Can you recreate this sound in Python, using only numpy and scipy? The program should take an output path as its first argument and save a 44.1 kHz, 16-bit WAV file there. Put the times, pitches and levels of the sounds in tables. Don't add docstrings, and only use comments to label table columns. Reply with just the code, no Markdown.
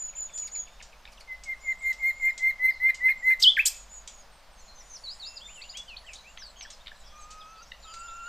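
import sys
import numpy as np
from scipy import signal
from scipy.fft import rfft, irfft, next_fast_len
from scipy.io import wavfile
from scipy.ndimage import uniform_filter1d, map_coordinates

SR = 44100
rng = np.random.default_rng(int(sys.argv[2]) if len(sys.argv) > 2 else 0)


def to_wav(sig):
    pcm = np.clip(np.atleast_2d(sig), -1, 1) * 32767
    pcm = np.round(pcm).astype(np.int16)
    wavfile.write(sys.argv[1], SR, pcm.T)


def gain_from_db(level_db):
    decades = np.asarray(level_db, float) / 20
    return 10 ** decades


N = 365148
TOP_HZ = 15480

THIN_OVERTONES = [-37.5]
# (share of length, place between first and second pitch, level [dB])
SLOPE_SHAPE = [(0, 0.017, -7), (.45, 0.57, -0.5), (1, 0.9, -10)]


def unit(x):
    return x / np.sqrt(np.mean(x ** 2) + 1e-20)


def along(points, hz):
    f, v = np.transpose(points)
    return np.interp(np.log(hz + 1), np.log(f + 1), v)


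def wobble(count, rate_hz):
    knots = rng.standard_normal(int(count * rate_hz / SR) + 4)
    return map_coordinates(knots, [np.arange(count) * rate_hz / SR])


def shaped(x, gain):
    m = next_fast_len(N + 8192)
    return irfft(rfft(x, m) * gain(np.fft.rfftfreq(m, 1 / SR)), m)[:N]


def add(track, start_s, sound):
    part = track[max(round(start_s * SR), 0):][:len(sound)]
    part += sound[:len(part)]


def phase_of(pitch_hz):
    return 2 * np.pi * np.cumsum(pitch_hz) / SR


def partials(phase, pitch_hz, overtones_db):
    total = 0
    for k, db in enumerate(overtones_db):
        level = gain_from_db(db + 0.97 * wobble(len(phase), 80))
        total = total + ((k + 2) * pitch_hz < TOP_HZ) * level * np.sin((k + 2) * phase + k)
    return total


def sing(contours, overtones_db, fade_s, flutter_db, rough, bend_s=0.0016, wander_hz=0):
    out = np.zeros(N)
    width = int(bend_s * SR)
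    for contour in contours:
        s, hz, db = np.transpose(contour)
        t = np.arange(max(s[0] - fade_s, 0), s[-1] + fade_s, 1 / SR)
        pitch_hz = np.interp(t, s, hz) + wander_hz * wobble(len(t), 45)
        pitch_hz = uniform_filter1d(pitch_hz, size=width, mode="nearest")
        level_db = uniform_filter1d(np.interp(t, s, db), size=width, mode="nearest")
        phase = phase_of(pitch_hz) + rough * wobble(len(t), 300)
        tone = np.sin(phase) + partials(phase + rough * wobble(len(t), 800), pitch_hz, overtones_db)
        edge = np.clip(np.minimum(t - s[0], s[-1] - t) / fade_s + 1, 0, 1) ** 2
        add(out, t[0], tone * edge * gain_from_db(level_db + flutter_db * wobble(len(t), 86.1)))
    return out


def stretched(rows, shape):
    return [[(s + u * length, a_hz + p * (b_hz - a_hz), db + d) for u, p, d in shape]
            for s, length, a_hz, b_hz, db in rows]


def seep_contours(rows, sag_hz):
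    # (share of length, place between low and top pitch, level [dB])
    seep_shape = [(0, -.2, -12), (.06, 0.7, -10), (0.169, 0.94, -5), (.42, 0.54, -0.5), (.93, .3, -6),
                  (0.999, -0.11, -13.5)]
    spans = [(s, length, top_hz - sag_hz, top_hz, db) for s, length, top_hz, db in rows]
    return stretched(spans, seep_shape)


def air():
    # (frequency [Hz], level [dB])
    air_db = [(20, 1.5), (35, -7), (48, 0.5), (62, -9.5), (85, -24), (200, -21), (320, -30.5), (420, -27),
              (560, -18), (1000, -19), (2000, -25.5), (5000, -29.5), (9000, -42), (15500, -45)]
    # (frequency [Hz], level [dB])
    air_side_db = [(20, 0.5), (50, -1), (100, -9.5), (300, -17), (700, -15), (2000, -17.5), (6000, -16.5),
                   (15500, -22.5)]
    # (time [s], level [dB])
    chorus = [
        (0, -68),
        (.62, -58),
        (3.902, -58.5),
        (4.399, -80),
        (4.9, -47.5),
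        (5.6, -56),
        (6.4, -68),
        (7.1, -60),
        (8.28, -64),
    ]
    mid = gain_from_db(-52.0) * unit(shaped(rng.standard_normal(N), lambda hz: gain_from_db(along(air_db, hz))))
    side = gain_from_db(-70) * unit(shaped(rng.standard_normal(N), lambda hz: gain_from_db(along(air_side_db, hz))))
    z = signal.stft(rng.standard_normal(N), nperseg=512)[2]
    field = uniform_filter1d(rng.standard_normal(z.shape), size=7, axis=0)
    field = uniform_filter1d(field, size=12, axis=1)
    haze = signal.istft(z * gain_from_db(6 * unit(field)), nperseg=512)[1][:N]
    haze = unit(shaped(haze, lambda hz: gain_from_db(-((hz - 6000) / 1300) ** 2)))
    s, db = np.transpose(chorus)
    mid = mid + haze * gain_from_db(np.interp(np.arange(N) / SR, s, db) - 13.0)
    return np.array([mid + side, mid - side])


def foliage(x, side_db, quick):
    # (frequency [Hz], 60 dB decay time [s])
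    leaves_t60_s = [(1000, 0.28), (3000, 0.5), (8000, 0.42), (11000, .3), (15000, 0.15)]
    hz, t, z = signal.stft(rng.standard_normal((2, SR)), SR, nperseg=256)
    fall = gain_from_db(-60 * t / along(leaves_t60_s, hz)[:, None])
    tail = signal.istft(z * (fall + quick * fall ** 4), SR, nperseg=256)[1]
    tail = tail / np.linalg.norm(tail[0])
    mid, side = signal.fftconvolve(np.pad(x, (150, 0))[None], tail, axes=1)[:, :N]
    side = shaped(side, lambda hz: gain_from_db(side_db + 0.37 * hz / 1000))
    return np.array([mid + side, mid - side])


def trunks(x):
    # (delay [s], level [dB])
    echoes = [
        (.012, -15),
        (.027, -20),
        (.043, -23),
    ]
    return sum(gain_from_db(db) * np.pad(x, (round(s * SR), 0))[:N] for s, db in echoes)


def chatter(count):
    out, u = np.zeros(N), np.linspace(0, 1, 1300)
    for when, height, slide, size in rng.random((count, 4)):
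        pitch_hz = (3400 + 5000 * height) * (1 + .4 * (slide - .5) * u ** 2)
        level = gain_from_db(-65.0 + 8 * (size - height))
        add(out, N / SR * when ** .28, level * np.sin(np.pi * u) * np.sin(phase_of(pitch_hz)))
    return out


def trills():
    # (time [s], length [s], first pitch [Hz], last pitch [Hz], level [dB])
    trill_rows = [(4.14, .1, 8840, 8750, -75), (4.3, .12, 8730, 8100, -72), (4.5, 0.13, 8550, 8180, -73.5),
                  (4.59, 0.11, 7050, 6760, -61.5), (5.1, 0.081, 7360, 7500, -62.5),
                  (5.15, 0.1, 8700, 8350, -72), (5.529, 0.11, 7460, 7770, -62),
                  (5.55, 0.055, 10000, 9850, -67), (5.96, .09, 10300, 9870, -74),
                  (6.051, 0.09, 7750, 7200, -67.5), (6.11, 0.065, 9300, 9200, -63),
                  (6.26, 0.089, 7100, 7300, -65), (7.04, 0.056, 5700, 5300, -60),
                  (7.47, 0.069, 6300, 5980, -64), (.28, 0.15, 7800, 8000, -65),
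                  (3.91, 0.085, 7800, 7500, -62.5)]
    rate_hz, swing_hz = 37.65, 300
    out = np.zeros(N)
    for s, length, a_hz, b_hz, db in trill_rows:
        t = np.arange(0, length, 1 / SR)
        swing = np.sin(2 * np.pi * rate_hz * t + 1.32 * wobble(len(t), 20.3))
        pitch_hz = np.linspace(a_hz, b_hz, len(t)) + swing_hz * swing
        tone = np.sin(phase_of(pitch_hz) + 0.66 * wobble(len(t), 487))
        level = gain_from_db(db + 2.3 * wobble(len(t), 62))
        add(out, s, level * signal.windows.tukey(len(t), .4) * tone)
    return out


def far_birds():
    # (time [s], length [s], top pitch [Hz], level [dB])
    far_seeps = [
        (1.97, 0.27, 7180, -58),
        (2.17, 0.14, 7350, -54),
        (5.21, 0.185, 7090, -53.5),
        (5.44, 0.14, 7170, -50.5),
        (5.62, 0.128, 7150, -53.5),
        (7.8, 0.22, 7190, -55),
        (7.98, .2, 7240, -50.5),
        (8.18, .16, 7120, -55),
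    ]
    # (time [s], length [s], first pitch [Hz], second pitch [Hz], level [dB])
    far_glides = [
        (3.18, 0.12, 7500, 6800, -55.5),
        (4.75, 0.43, 7000, 6880, -63.5),
        (7.87, 0.16, 4800, 4700, -55.5),
        (7.87, 0.048, 3200, 2900, -51),
        (8.3, 0.095, 6000, 5200, -54),
        (.27, 0.12, 3600, 3450, -59),
        (.57, 0.26, 3300, 3800, -61.5),
                  (2.7, 0.09, 5200, 3700, -52.5), (1.8, 0.17, 3050, 5000, -66), (7.03, 0.13, 3300, 3400, -62),
               (7.38, 0.0622, 5150, 4800, -60), (7.64, 0.078, 4600, 6300, -60),
               (6.61, 0.11, 2600, 3750, -58), (4.8, 0.036, 1700, 2300, -62), (6.56, 0.028, 3000, 3350, -53),
               (6.163, .012, 4850, 4200, -51), (6.18, 0.0204, 4450, 3750, -49),
               (8.1, .013, 4000, 3900, -55), (7.565, .035, 4500, 4800, -58.5),
               (7.155, 0.018, 5700, 6100, -53.5), (7.625, 0.023, 5500, 5900, -57),
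               (6.4, 0.039, 2900, 4500, -54), (8.26, .02, 3700, 5100, -56), (8.13, .06, 7400, 6900, -59),
               (7.585, 0.026, 4500, 4750, -54.5), (6.955, .018, 4300, 3800, -56.5),
               (6.8, .025, 3300, 3900, -56), (7.675, 0.0123, 6700, 6600, -55), (8.7, .015, 5000, 6300, -54),
               (4.67, 0.06, 4200, 4150, -57.5), (8.07, 0.035, 3100, 3800, -55.5)]
    contours = seep_contours(far_seeps, sag_hz=270) + stretched(far_glides, SLOPE_SHAPE)
    return sing(contours, THIN_OVERTONES, fade_s=0.011, flutter_db=3.0, rough=1.0,
                wander_hz=40.6) + trills()


def tacks():
    # (time [s], peak level [dB], length [s], brightness above 9 kHz [dB])
    tack_calls = [(0.377, -26, 0.0037, -43), (0.824, -31, 0.0085, -52), (1.436, -28.5, 0.0066, -31),
                  (1.928, -27, 0.0058, -38), (2.378, -26.5, 0.0063, -37), (2.944, -28.5, 0.0088, -38),
                  (3.394, -25.5, 0.022, -18), (3.415, -20, 0.022, -15.5), (3.565, -43, .04, -2),
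                  (3.658, -21.5, .022, -5), (4.075, -25.5, 0.006, -37), (5.771, -24, 0.0064, -30),
                  (6.133, -29, 0.0071, -38), (6.702, -28.5, 0.008, -44.5), (7.302, -34.5, 0.019, -46),
                  (7.939, -29, 0.0054, -43)]
    # (frequency [Hz], level [dB])
    tack_db = [(1000, -31), (1800, -19.5), (4000, -7.5), (7000, -6), (8600, -12.5), (9600, -30.5),
               (12000, -60.5)]
    body, top = np.zeros(N), np.zeros(N)
    for s, db, length, bright_db in tack_calls:
        u = np.arange(4000) / SR / max(length, .003)
        burst = np.minimum(u / 0.41, 1) ** 2 * np.exp(-u ** 2) * gain_from_db(1.4 * wobble(4000, 450))
        add(body, s - .0015, gain_from_db(db + 2.0) * burst * rng.standard_normal(4000))
        add(top, s - .0015, gain_from_db(db + bright_db + 4.5) * burst * rng.standard_normal(4000))
    body = shaped(body, lambda hz: gain_from_db(along(tack_db, hz)))
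    return body + shaped(top, lambda hz: gain_from_db(-((hz - 12800) / 800) ** 2))


def chucks():
    # (time [s], pitch [Hz], level [dB], octave re tone [dB])
    chuck_calls = [(.815, 1780, -46, -1), (1.055, 1780, -45, 1), (1.077, 2540, -43, -13),
                   (1.086, 2300, -51, -8), (6.376, 1815, -50, 9), (6.384, 2080, -44, -11),
                   (6.424, 1640, -41.5, -17), (6.611, 1980, -51, 11), (6.62, 2325, -46, -4),
                   (6.653, 1800, -40.5, -27), (6.661, 1670, -40, -24.5), (6.863, 2170, -50, -1),
                   (6.872, 1880, -49.5, 10), (6.881, 1820, -48, 9), (6.919, 1700, -37.5, -25),
                   (7.721, 1926, -35.5, -14), (7.72, 2820, -36.5, -28), (7.72, 3720, -40.5, -30),
                   (7.942, 1700, -52, -10), (7.944, 2150, -49, -9), (7.946, 2600, -55, -10)]
    bell_s = 0.0022
    out, grit, t = np.zeros(N), np.zeros(N), np.arange(-500, 500) / SR
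    for s, hz, db, octave_db in chuck_calls:
        bell = gain_from_db(db) * np.exp(-(t / bell_s) ** 2)
        octave = gain_from_db(octave_db) * np.sin(4 * np.pi * hz * t + 1.34 * wobble(len(t), 475))
        add(out, s + t[0], bell * (np.sin(2 * np.pi * hz * t) + octave))
        add(grit, s + t[0], bell * gain_from_db(octave_db + 10.5) * rng.standard_normal(len(t)))
    return out + shaped(grit, lambda hz: gain_from_db(-((hz - 3100) / 520) ** 2))


def chips():
    # (time [s], level [dB], overtones [dB], pitch factor)
    chip_calls = [(.085, -55.5, -26, 1.05), (.125, -54.5, -22, 0.98), (.162, -53.5, -16, 1.1),
                  (.212, -57, -30, 1.53), (.287, -51.5, -26, 0.99), (.42, -53, -23, 0.99),
                  (.468, -52, 7.5, 0.92), (.547, -50.5, 3.5, 0.89), (.668, -53, -23, 1.01),
                  (.795, -50.5, -15, 0.95), (.92, -50.5, -21, 1.02), (1.118, -57.5, 10, 1.04),
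                  (1.17, -52, -30, 1.2), (1.198, -55, 9, 0.96)]
    chirpy_overtones = [-3, -13, -16, -23]
    length_s, top_hz, bottom_hz = .023, 3460, 2120
    out = np.zeros(N)
    u = np.arange(0, 1, 1 / SR / length_s)
    for s, db, over_db, scale in chip_calls:
        pitch_hz = scale * (bottom_hz + (top_hz - bottom_hz) * (1 - u) ** 2.0)
        phase = phase_of(pitch_hz)
        swell = np.sin(np.pi * u ** 0.86) * gain_from_db(3 * wobble(len(u), 300))
        tone = np.sin(phase + .5 * wobble(len(u), 620))
        over = partials(phase + 0.86 * wobble(len(u), 810), pitch_hz, chirpy_overtones)
        add(out, s, gain_from_db(db) * swell * (tone + gain_from_db(over_db) * over))
    return out


def twitters():
    # (time [s], top pitch [Hz], level [dB])
    twitter_calls = [(1.798, 8000, -54), (1.828, 8160, -53.5), (7.012, 7100, -60), (7.252, 7830, -60),
                     (6.469, 8200, -56.5), (6.505, 7940, -58), (6.631, 8040, -55), (7.001, 8130, -58),
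                     (7.215, 8040, -53), (8.0, 8060, -51)]
    out = np.zeros(N)
    u = np.linspace(-1, 1, 1100)
    for s, top_hz, db in twitter_calls:
        phase = phase_of(top_hz * (1 - .13 * abs(u) ** 1.5))
        add(out, s - .012, gain_from_db(db) * (1 - u ** 2) * np.sin(phase))
    return out


def near_seeps():
    # (time [s], length [s], top pitch [Hz], level [dB])
    close = [
        (-.04, 0.15, 7186, -31.5),
        (.153, 0.12, 7183, -30.5),
        (.337, 0.1336, 7140, -30),
        (.517, 0.12, 7076, -30.5),
    ]
    midway = [
        (1.608, 0.14, 7210, -46.5),
        (1.814, 0.12, 7160, -48.5),
        (3.718, .12, 7150, -44.5),
        (3.894, 0.13, 7070, -43.5),
        (4.096, 0.13, 6970, -50.5),
    ]
    return sing(seep_contours(close + midway, sag_hz=480), THIN_OVERTONES,
                fade_s=0.0041, flutter_db=0.5, rough=0.15)


def warbler():
    # (share of length, place between first and second pitch, level [dB])
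    hooks, hook_shape = [(4.56, 0.057, 5240, 6500, -51), (4.755, 0.065, 5000, 6290, -42.5),
                         (4.9, 0.075, 4090, 6410, -36), (5.36, 0.022, 3670, 5090, -32),
                         (6.57, .073, 4200, 6590, -39), (7.186, 0.06, 5850, 6590, -46)], [(0, 1, -15), (.65, .84, -7.5), (.85, .55, -4), (1, 0.039, -14.5)]
    dips, dip_shape = [(5.04, 0.094, 3710, 5180, -35.5), (5.2, 0.089, 3500, 5250, -36.5),
                       (6.036, 0.0295, 1740, 2080, -53)], [(0, .6, -6.5), (.44, 0.079, -0.5), (.6, 0.44, -1.5), (.8, .8, -1.5),
                                     (1, 0.97, -6.5)]
    rises, rise_shape = [(5.402, 0.066, 2700, 3636, -43), (5.737, 0.07, 2710, 3460, -40)], [(0, 0.04, -12.5), (.25, 0.62, 0.5), (.65, .92, -4), (1, 0.94, 4)]
    slopes = [(5.478, 0.061, 2040, 3380, -48.5), (5.607, 0.069, 1970, 3210, -47.5),
              (5.742, 0.052, 1960, 3030, -47.5), (5.883, 0.064, 3150, 2350, -40.5),
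              (6.067, 0.062, 3240, 2155, -43), (6.086, 0.011, 2650, 1590, -47),
              (6.245, 0.07, 2260, 2950, -46.5), (6.725, 0.022, 5500, 4830, -49),
              (7.41, 0.0198, 3800, 3040, -46), (8.06, .018, 5470, 4830, -51.5),
              (7.625, 0.014, 6000, 6660, -47.5), (5.23, 0.18, 2690, 2710, -54.5),
              (5.885, 0.022, 4950, 3880, -48)]
    slides, slide_shape = [(5.553, 0.071, 3200, 2540, -43), (6.385, 0.12, 6530, 4030, -43),
                           (7.058, 0.037, 5730, 4500, -54), (7.46, 0.0279, 7050, 5560, -58),
                           (7.83, 0.033, 4620, 3550, -48)], [(0, 0.052, -8), (.45, 0.73, -1), (1, 1, -11)]
    arches, arch_shape = [(5.614, 0.028, 3090, 4890, -37), (5.688, 0.041, 3600, 5080, -39),
                          (5.965, .018, 2950, 4610, -36), (6.152, 0.02, 3000, 4080, -41)], [(0, 0.023, -14), (.25, .7, 1.5), (.5, 0.98, -5), (.75, .65, -15),
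                                          (1, 0.061, -11)]
    kinds = [(hooks, hook_shape), (dips, dip_shape), (rises, rise_shape), (slopes, SLOPE_SHAPE),
             (slides, slide_shape), (arches, arch_shape)]
    contours = [contour for rows, shape in kinds for contour in stretched(rows, shape)]
    return sing(contours, THIN_OVERTONES, fade_s=0.0086, flutter_db=2.0, rough=0.073, bend_s=0.0031)


def long_pipes():
    # (time [s], pitch [Hz], level [dB])
    registers = [
        [(7.125, 1222, -57), (7.139, 1217, -51), (7.199, 1233, -49), (7.227, 1217, -50), (7.529, 1294, -47),
         (7.605, 1290, -47)],
        [(7.612, 1383, -52), (7.622, 1382, -43), (7.64, 1390, -67)],
        [(7.85, 1314, -56), (7.86, 1300, -48.5), (7.914, 1303, -45.5), (7.925, 1321, -43)],
        [(7.93, 1343, -45), (8.018, 1369, -39), (8.074, 1363, -42), (8.12, 1353, -40), (8.258, 1383, -39),
         (8.28, 1403, -37)],
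    ]
    pipe_overtones = [-14, -37]
    return sing(registers, pipe_overtones, fade_s=.01, flutter_db=1.4, rough=0.14, wander_hz=10)


def rasps():
    # (time [s], pitch [Hz], level [dB])
    rasp_contours = [
        [(3.651, 1262, -43), (3.658, 1492, -24), (3.667, 1945, -21.5), (3.674, 2430, -18), (3.679, 2670, -20),
         (3.688, 2856, -20)],
    ]
    # (frequency [Hz], level [dB])
    beak_db = [(1500, -62), (3000, -6.5), (5500, -6), (7500, 2.5), (8800, -4.5), (10500, -28), (12500, -19),
               (15500, -24)]
    out = np.zeros(N)
    for contour in rasp_contours:
        s, hz, db = np.transpose(contour)
        t = np.arange(s[0], s[-1], 1 / SR)
        pitch_hz = np.interp(t, s, hz)
        phase = phase_of(pitch_hz) + .26 * wobble(len(t), 900)
        stack = np.zeros(len(t))
        for k in range(2, 10):
            level_db = along(beak_db, k * pitch_hz) + (1 + .7 * k) * wobble(len(t), 350)
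            stack += gain_from_db(level_db) * (k * pitch_hz < TOP_HZ) * np.sin(k * phase)
        add(out, s[0], stack * gain_from_db(np.interp(t, s, db)) * signal.windows.tukey(len(t), .2))
    return out


def flourish():
    # (time [s], pitch [Hz], level [dB])
    sweeps = [
        [(3.42, 3240, -34), (3.423, 5200, -26.5), (3.426, 7400, -28), (3.4285, 8600, -38)],
        [(3.423, 2860, -33), (3.427, 4600, -12), (3.4295, 5300, -13), (3.4315, 5220, -25)],
        [(3.433, 5070, -12), (3.437, 3976, -13), (3.444, 3230, -12.5), (3.455, 2926, -15.5),
         (3.468, 3047, -12.5), (3.48, 3285, -8), (3.495, 3497, -14.5), (3.51, 3544, -23)],
        [(3.568, 2490, -23), (3.572, 1854, -21), (3.581, 1541, -22), (3.588, 1853, -22), (3.594, 2325, -14),
         (3.602, 2600, -14.5), (3.614, 2650, -23.5)],
    ]
    flute_overtones = [-50, -47]
    return sing(sweeps, flute_overtones, bend_s=0.0014, fade_s=0.0012, flutter_db=0.5, rough=0.05) + rasps()


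def swelling_run():
    # (start [s], end [s], early pitch [Hz], late pitch [Hz])
    whistles = [(1.269, 1.371, 2036, 2042), (1.452, 1.545, 2110, 2085), (1.63, 1.734, 2107, 2090),
                (1.806, 1.927, 2102, 2078), (1.993, 2.114, 2097, 2135), (2.192, 2.313, 2095, 2120),
                (2.39, 2.515, 2052, 2134), (2.589, 2.715, 2022, 2108), (2.796, 2.913, 2011, 2129),
                (3, 3.127, 2019, 2126), (3.221, 3.346, 2017, 2097)]
    # (halfway [dB], at crack [dB], near end [dB], crack place [0-1], rattle re tone [dB])
    effort = [(-30, -37.5, -43.5, 0.78, -50), (-28.5, -27.5, -29.5, 0.5, -45),
              (-27.5, -22.5, -24, 0.4, -42), (-22.5, -22.5, -23, .74, -34.5),
              (-20.5, -18.5, -19.5, .74, -34), (-18.5, -18.5, -21, .76, -24.5),
              (-18.5, -19.5, -18.5, 1, -32.5), (-15.5, -18, -18, 0.7, -35), (-15, -17, -16, 0.8, -20.5),
              (-15, -18.5, -16, .68, -19), (-14, -16.5, -18.5, .69, -20.5)]
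    # (time [s], offset [Hz])
    entry = [
        (2.2, 189),
        (2.6, -89),
    ]
    syrinx_overtones = [-36, -44, -42, -46, -31.5, -37]
    rattle_hz, rattle_rise_s, rattle_fall_s = 344, .005, 0.02
    out = np.zeros(N)
    for whistle, push in zip(whistles, effort):
        start, end, early_hz, late_hz = whistle
        half_db, crack_db, late_db, crack, rattle_db = push
        entry_hz = np.interp(start, *np.transpose(entry))
        t = np.arange(0, end - start, 1 / SR)
        u, left = t / t[-1], t[-1] - t
        hook_hz = 330 * np.clip((late_db + 43) / 12, 0, 1)
        pitch_hz = np.interp(u, [.2, .85], [early_hz, late_hz]) + entry_hz * np.exp(-t / 0.013)
        pitch_hz = pitch_hz - hook_hz * np.exp(-left / 0.0045) + 14 * wobble(len(t), 49.7)
        phase = phase_of(pitch_hz)

        half = gain_from_db(half_db)
        size = np.interp(u, [0, .25, .5, np.clip(crack, .55, .85), .88],
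                         [0.035 * half, 0.27 * half, half, gain_from_db(crack_db), gain_from_db(late_db)])
        edges = np.clip(np.minimum(left / 0.012, t / .007), 0, 1)
        size = uniform_filter1d(size, size=300) * edges * gain_from_db(0.76 * wobble(len(t), 70))

        since = t - crack * t[-1]
        spread_s = np.where(since < 0, rattle_rise_s, rattle_fall_s)
        burst = 2 * gain_from_db(rattle_db) * np.exp(-(since / spread_s) ** 2)
        hoarse = (.085 + 2.5 * burst) * wobble(len(t), 700)
        swing = 2 * np.pi * rattle_hz * t + wobble(len(t), 65)
        beat = burst * (np.sin(swing) + 0.15 * np.sin(2 * swing))

        strain = (size / gain_from_db(-16)) ** .3 * gain_from_db(2.2 * wobble(len(t), 30))
        over = strain * partials(phase + hoarse + 4.8 * beat, pitch_hz, syrinx_overtones)
        tone = np.sin(phase + 0.23 * hoarse) * (1 + 0.18 * hoarse + beat)
        flare = gain_from_db(late_db - 29.5) * np.exp(-((left - .006) / 0.0056) ** 2)
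        add(out, start, flare * np.sin(2 * phase))
        add(out, start, size * (tone + over))
    return out


def scene():
    run = swelling_run() + long_pipes()
    quick_notes = flourish()
    others = near_seeps() + chucks() + chips() + twitters() + warbler()
    far = far_birds()
    harsh = tacks()
    run_treble = shaped(run, lambda hz: gain_from_db(hz / 1300 - 1.6))
    out = run + trunks(run) + gain_from_db(-20.5) * foliage(run_treble, side_db=-24, quick=0)
    out += quick_notes + gain_from_db(-2.5) * trunks(quick_notes)
    out += gain_from_db(-14.5) * foliage(quick_notes, side_db=-17, quick=1.2)
    out += others + gain_from_db(-3.5) * trunks(others) + gain_from_db(-8.5) * foliage(others, side_db=-28.5, quick=4.5)
    out += 1.27 * far + gain_from_db(-2.0) * foliage(far + chatter(count=220), side_db=-22.0, quick=0.64)
    out += harsh + gain_from_db(-0.5) * foliage(harsh, side_db=-21, quick=2.5)
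    return out + air()


def roll_off(x):
    return signal.sosfilt(signal.butter(12, 15750, fs=SR, output="sos"), x)


def record(dry):
    tilt_db = lambda hz: .55 * (hz / TOP_HZ) ** 2
    left = shaped(dry[0], lambda hz: (hz < TOP_HZ) * gain_from_db(-tilt_db(hz)))
    right = shaped(dry[1], lambda hz: (hz < TOP_HZ) * gain_from_db(tilt_db(hz)))
    return roll_off(np.array([left, right]))


dry = scene()
out = record(dry)
to_wav(out)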